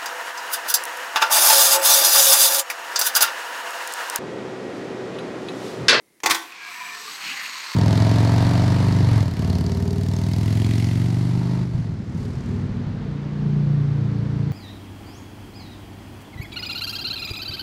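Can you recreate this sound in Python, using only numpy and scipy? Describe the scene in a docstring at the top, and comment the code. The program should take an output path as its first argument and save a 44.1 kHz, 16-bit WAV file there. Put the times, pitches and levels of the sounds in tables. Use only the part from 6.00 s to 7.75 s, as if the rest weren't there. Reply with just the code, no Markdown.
"""In a workshop, a lever drops a starting gate: a few hard impacts excite the modes of gate and frame.
A small wooden car rolls down the ramp. Its wheels chatter on the track and force it into vibration,
brighter as the car gains speed; it rumbles and scrapes through the bend onto the flat and runs away.
The scene is heard from close to the gate, over faint room noise."""
import sys
import numpy as np
from scipy import signal
from scipy.fft import rfft, irfft
from scipy.io import wavfile

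SR = 44100
rng = np.random.default_rng(int(sys.argv[2]) if len(sys.argv) > 2 else 0)


def inscribe(sig):
    """Save sig as 16-bit PCM at rate SR to the path in sys.argv[1].

    A 1-D sig is mono; a 2-D sig holds one channel per row.
    Samples are clipped to [-1, 1] before scaling.
    """
    pcm = np.round(np.clip(np.atleast_2d(sig).T, -1, 1) * 32767)
    wavfile.write(sys.argv[1], SR, pcm.astype(np.int16))


N = 77175
TIME = np.arange(N) / SR
ROLL_START_S, BEND_S = 0.33, 1.08
# response of the flat track to the wheels (frequency [Hz], relative level [dB])
FLAT_SPECTRUM = [(50, -64), (120, -36), (500, -19), (780, -14), (1000, -2), (1350, -2.5), (2100, 4),
                 (2800, 0.5), (3500, -6.5), (4300, -1.5), (5200, -9), (6600, -10.5), (7300, -15.5),
                 (8100, -12.5), (9200, -21), (10500, -27.5), (12200, -17.5), (14500, -31.5), (16000, -29)]


def amp(db):
    """Amplitude ratio of a level: a factor of ten per 20 dB."""
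    return 10 ** (np.asarray(db) / 20)


def unit(x):
    """Normalisation to an rms of 1."""
    return x / np.sqrt(np.mean(x ** 2) + 1e-20)


def read(points, hz):
    """Interpolation of a table along a logarithmic frequency axis."""
    frequency, value = np.transpose(points)
    return np.interp(np.log(hz + 1), np.log(frequency + 1), value)


def add(mix, onset_s, sound):
    """Superposition: a sound adds to the mix from its onset."""
    part = mix[round(onset_s * SR):][:len(sound)]
    part += sound[:len(part)]


def colour(x, spectrum):
    """Minimum-phase filtering with unit energy and the given spectral shape."""
    log_gain = np.log(amp(read(spectrum, abs(np.fft.fftfreq(4096, 1 / SR)))))
    response = np.exp(np.conj(signal.hilbert(log_gain)))
    taps = np.fft.ifft(response).real[:2048]
    return signal.fftconvolve(x, taps / np.linalg.norm(taps))[:len(x)]


def resonate(x, hz, width_hz):
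    """Forced resonance: two resonators in cascade, each width_hz wide, whose frequency may glide."""
    carrier = np.exp(2j * np.pi * np.cumsum(hz * np.ones(N)) / SR)
    pole = np.exp(-np.pi * width_hz / SR)
    for _ in range(2):
        x = (carrier * signal.lfilter([1 - pole], [1, -pole], x / carrier)).real
    return x


def below(x, hz):
    """Zero-phase low-pass filtering."""
    return irfft(rfft(x) / (1 + (np.fft.rfftfreq(N, 1 / SR) / hz) ** 8), N)


def ring(modes, t):
    """Free vibration: exponentially damped modes in random phase, with an initial rms of 1."""
    initial_rms = np.sqrt(sum(amp(db) ** 2 for _, db, _ in modes) / 2)
    return sum(amp(db - 60 * t / t60) * np.sin(2 * np.pi * (hz * t + rng.random()))
               for hz, db, t60 in modes) / initial_rms


def room_noise():
    """Stationary coloured noise: the faint background of the workshop."""
    # background spectrum (frequency [Hz], relative level [dB])
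    spectrum = [(25, -34), (75, -24), (115, -16), (170, -13), (330, -3.5), (420, -9.5), (700, -17),
                (1400, -23.5), (1850, -19.5), (2060, -12), (2500, -24.5), (8500, -26), (9700, -22),
                (12600, -28), (16000, -29)]
    return amp(-61) * unit(colour(rng.standard_normal(N), spectrum))


def reverberation(x):
    """Diffuse reflections: each frequency band decays exponentially at its own rate."""
    # reverberation time of the workshop (frequency [Hz], T60 [s])
    decay_times = [(100, 0.12), (400, 0.75), (1500, 0.46), (5000, 0.42), (14000, 0.41)]
    hz, t, bands = signal.stft(rng.standard_normal(SR), SR, nperseg=256)
    decay = amp(-60 * t / read(decay_times, hz)[:, None])
    tail = signal.istft(bands * decay, SR, nperseg=256)[1]
    tail *= np.clip(np.arange(len(tail)) / SR / 0.011, 0, 1)  # reflections build up over 11 ms
    return signal.fftconvolve(x, tail / np.linalg.norm(tail))[:N]


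def track_thumps():
    """Transient loading: the track gives a dull thump under the falling gate and under the car."""
    # thumps of the track (time [s], level [dB])
    thumps = [(0.231, -48.5), (.297, -38.5), (1.099, -53.5), (1.255, -49.5), (1.294, -57), (1.343, -56),
              (1.479, -68)]
    # spectrum of a thump (frequency [Hz], relative level [dB])
    spectrum = [(30, -10), (70, -6), (130, -5), (200, 2.5), (300, 4.5), (800, -44)]
    out, t = np.zeros(N), np.arange(SR // 10) / SR
    peak_s = 0.0093
    envelope = t / peak_s * np.exp(1 - t / peak_s)
    for onset_s, db in thumps:
        add(out, onset_s, amp(db) * colour(rng.standard_normal(len(t)) * envelope, spectrum))
    return out


def wheel_knocks():
    """Impact excitation: a wheel striking a joint or the guide rail gives a tick and one damped mode."""
    # knocks of the wheels (time [s], level [dB], mode frequency [Hz])
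    knocks = [(.5223, -31.5, 2515), (.7398, -48, 2250), (0.8024, -28, 2360), (.8445, -36, 1006),
              (.8889, -32, 2430), (0.9493, -26.5, 1805), (1.078, -29, 1162), (1.2386, -34, 2650),
              (1.3105, -38, 2400), (1.3736, -23.5, 2020), (1.3957, -26, 1825), (1.448, -31, 2620),
              (1.6293, -32, 2140), (1.718, -32, 1061)]
    out, t = np.zeros(N), np.arange(SR // 10) / SR
    t60, tick_decay_s = 0.046, 0.0029
    for onset_s, db, hz in knocks:
        attack = 1 - np.exp(-t * hz / 2)
        tone = np.sin(2 * np.pi * hz * t) * amp(-60 * t / t60) * attack
        tick = colour(rng.standard_normal(len(t)) * np.exp(-t / tick_decay_s), FLAT_SPECTRUM)
        add(out, onset_s, amp(db) * (tone + amp(-5) * tick))
    return out


def gate():
    """Modal response to impact: each blow is a dense rattle that leaves frame and gate ringing."""
    # blows of the gate (time [s], rattle level [dB], rise constant [s], T60 [s],
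    # metallic share [0-1], frame level [dB], gate level [dB])
    blows = [(0.2021, -38, .0006, 0.024, 0.5, -72, -79), (0.2335, -20, 0.0015, 0.085, 0.02, -23.5, -35),
             (0.2589, -8.5, 0.0007, 0.066, 0.41, -22, -21), (0.2840, -44, .001, 0.058, .0, -23.5, -50),
             (0.2966, -15, 0.0022, 0.16, 0.7, -45, -26.5), (0.3070, -8, 0.0023, 0.077, 0.83, -31, -21),
             (0.3450, -16, 0.0021, 0.084, 0.75, -30, -48), (0.4190, -38, 0.0018, 0.097, 1., -53, -55)]
    # spectra of a dull and of a metallic blow (frequency [Hz], relative level [dB])
    dull_spectrum = [(35, -70), (60, -32), (308, -8.5), (651, -9.5), (862, 0), (1410, -16.5), (2000, -7),
                     (4120, -15.5), (4420, -13), (6740, -10), (10500, -31), (13900, -22), (16000, -38)]
    metallic_spectrum = [(35, -75), (60, -33), (250, -35), (323, -9.5), (579, -24.5), (698, -9.5),
                         (1220, 0), (1440, -4), (2470, -1.5), (2710, -10.5), (3190, -3.5), (6580, -10.5),
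                         (16000, -17.5)]
    # modes of the wooden frame and of the metal gate (frequency [Hz], relative level [dB], T60 [s])
    frame_modes = [(304, -10, .14), (350, -11, .25), (454, -7, .11), (737, -8, .18), (825, -1, .22),
                   (888, -2, .2), (938, -4, .16), (1011, -4, .17), (1071, -1, .22), (1109, -2, .22),
                   (1178, -1, .2), (1402, -7, .24), (2046, -5, .13), (2600, -7, .1)]
    gate_modes = [(331, -11, .44), (705, -15, .45), (991, -3, .25), (1527, -5, .42), (1779, -4, .24),
                  (1865, -1, .18), (1995, 0, .2), (2453, -2, .14), (3500, -1, .13), (3523, -5, .14),
                  (4420, -3, .11), (5300, -6, .1), (5972, -2, .13), (6837, -7, .13)]
    out, t = np.zeros(N), np.arange(SR // 2) / SR
    mode_attack = 1 - np.exp(-t / 0.0018)
    for onset_s, db, rise_s, t60, metal, frame_db, gate_db in blows:
        attack = 1 - np.exp(-t / rise_s)
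        burst = rng.standard_normal(len(t)) * attack * amp(db - 60 * t / t60)
        rattle = (1 - metal) * colour(burst, dull_spectrum) + metal * colour(burst, metallic_spectrum)
        ringing = amp(frame_db) * ring(frame_modes, t) + amp(gate_db) * ring(gate_modes, t)
        add(out, onset_s, rattle + mode_attack * ringing)
    return out


def wheel_contact():
    """Roughness excitation: tiny impacts and hiss, slightly modulated by wheel rotation and chatter."""
    impacts_per_s, spread_db, hiss_share = 3000, 2.5, 0.71
    start_hz, gain_hz_per_s, wobble_db = 24, 28, -0.1
    chatter_hz, chatter_db = 68.4, 0.5
    strengths = rng.standard_normal(N) * amp(spread_db * np.minimum(rng.exponential(1, N), 4))
    impacts = strengths * (rng.random(N) < impacts_per_s / SR)
    contact = np.sqrt(1 - hiss_share) * unit(impacts) + np.sqrt(hiss_share) * rng.standard_normal(N)
    # uniform acceleration as far as the bend, then constant speed
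    rotation_hz = start_hz + gain_hz_per_s * (np.minimum(TIME, BEND_S) - ROLL_START_S)
    chatter = unit(below(rng.standard_normal(N), chatter_hz))
    wobble = np.sin(2 * np.pi * (np.cumsum(rotation_hz) / SR + rng.random()))
    return unit(contact * amp(wobble_db * wobble + chatter_db * chatter))


def track_rumble(contact):
    """Forced vibration at low frequency: the track rumbles, most strongly just after the bend."""
    # envelope of the rumble (time [s], relative level [dB])
    envelope = [(0.47, -74), (0.494, -70), (0.776, -57), (1.05, -55), (1.194, -60), (1.268, -48.5),
                (1.558, -62.5), (1.74, -67)]
    # low-frequency response of the track (frequency [Hz], relative level [dB])
    spectrum = [(30, -37), (70, -26), (120, -14), (185, 6.5), (270, 5), (380, -1), (500, -14), (700, -25),
                (2000, -39)]
    return amp(np.interp(TIME, *np.transpose(envelope)) - 5) * unit(colour(contact, spectrum))


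def track_resonances():
    """Local resonance: each stretch of track sings in narrow bands while the car crosses it."""
    # resonances (start [s], end [s], frequency [Hz], width [Hz], relative level [dB])
    resonances = [(.93, 1.13, 431, 28, -56), (.66, 1.03, 710, 30, -53.5), (1.12, 1.42, 803, 30, -52),
                  (.76, .92, 1000, 45, -42.5), (1.02, 1.13, 1185, 50, -47), (1.42, 1.85, 1030, 130, -46),
                  (.58, .69, 1640, 20, -44), (.74, 1.02, 1790, 130, -42), (1.22, 1.31, 4350, 500, -43),
                  (.56, .95, 2340, 200, -41.5), (1.44, 1.85, 4280, 450, -43.5), (.7, 1.22, 5880, 320, -52),
                  (1.22, 1.64, 6720, 220, -47.5), (.7, 1.19, 7900, 320, -52)]
    out, fade_s = np.zeros(N), 0.054
    for start, end, hz, width_hz, db in resonances:
        crossing = np.clip(np.minimum(TIME - start, end - TIME) / fade_s + 0.5, 0, 1)
        out += crossing * amp(db - 1.45) * unit(resonate(rng.standard_normal(N), hz, width_hz))
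    return out


def wheel_scrape():
    """Sliding friction: a wheel scrapes through the bend, driving a broad resonance that falls in pitch."""
    # course of the scrape (time [s], resonance frequency [Hz], level [dB])
    course = [(1.2, 2650, -50), (1.26, 2640, -35), (1.32, 2550, -31.5), (1.35, 2300, -48),
              (1.39, 1800, -34), (1.42, 1780, -40), (1.48, 1820, -58)]
    times, hz, db = np.transpose(course)
    friction = resonate(wheel_contact(), np.interp(TIME, times, hz), width_hz=930)
    return np.interp(TIME, times, amp(db), left=0, right=0) * unit(friction)


def rolling_noise(contact):
    """Source and filter: the contact noise is shaped by the response of the ramp, then of the flat."""
    # response of the ramp to the wheels (frequency [Hz], relative level [dB])
    ramp_spectrum = [(50, -60), (120, -51), (500, -17.5), (600, -34.5), (700, -14.5), (850, -16.5),
                     (980, -3.5), (1350, -7), (1800, -4.5), (2450, 0.5), (3100, -9), (4300, -8.5),
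                     (6200, -15), (7200, -17.5), (8000, -18.5), (9200, -23.5), (10500, -30), (12200, -20.5),
                     (14500, -36), (16000, -30.5)]
    # relative band levels along the run (time [s], body [dB], middle [dB], treble [dB], top [dB])
    envelopes = [(0.47, -50.5, -44.5, -55.5, -56), (0.56, -46.5, -43, -48, -70.5),
                 (0.708, -43.5, -39.5, -44, -54.5), (0.88, -44, -38, -44, -54.5),
                 (0.964, -42, -43, -40.5, -55.5), (1.156, -42.5, -40.5, -37.5, -50),
                 (1.178, -40, -40.5, -42, -52.5), (1.27, -41, -34.5, -37, -49.5),
                 (1.414, -41.5, -34.5, -39, -52.5), (1.424, -39, -34.5, -41.5, -46.5),
                 (1.458, -44.5, -31, -38, -49), (1.48, -34.5, -38, -37, -51),
                 (1.498, -43.5, -35.5, -39.5, -53.5), (1.7, -38.5, -38, -37.5, -54.5),
                 (1.73, -39, -37.5, -36.5, -52)]
    band_gains_db, bend_length_s = [-2, -2.5, -1.43, 1.4], 0.12
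    on_flat = np.clip((TIME - BEND_S) / bend_length_s + 0.5, 0, 1)
    rush = (1 - on_flat) * colour(contact, ramp_spectrum) + on_flat * colour(contact, FLAT_SPECTRUM)
    low, mid, high = below(rush, 1500), below(rush, 3500), below(rush, 9000)
    bands = [low, mid - low, high - mid, rush - high]
    times, *levels = np.transpose(envelopes)
    return sum(unit(band) * amp(np.interp(TIME, times, level) + gain_db)
               for band, level, gain_db in zip(bands, levels, band_gains_db))


def car():
    """Structure-borne sound: the wheels drive the track, fading in as the car starts to roll."""
    contact = wheel_contact()
    vibration = rolling_noise(contact) + track_resonances() + track_rumble(contact) + wheel_scrape()
    rise_s = 0.16
    return vibration * np.clip((TIME - ROLL_START_S) / rise_s, 0, 1)


def scene():
    """Superposition of background, impacts, their reverberation and the car, alike in both channels."""
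    impacts = gate() + wheel_knocks() + track_thumps()
    mono = room_noise() + impacts + amp(-12) * reverberation(impacts) + car()
    return np.array([mono, mono])


def record(dry):
    """Band limiting: a linear-phase low-pass removes the highest treble."""
    cutoff_hz = 16100
    taps = signal.firwin(511, cutoff_hz, window=("kaiser", 9), fs=SR)
    return signal.oaconvolve(dry, taps[None], "same")


dry = scene()
out = record(dry)
inscribe(out)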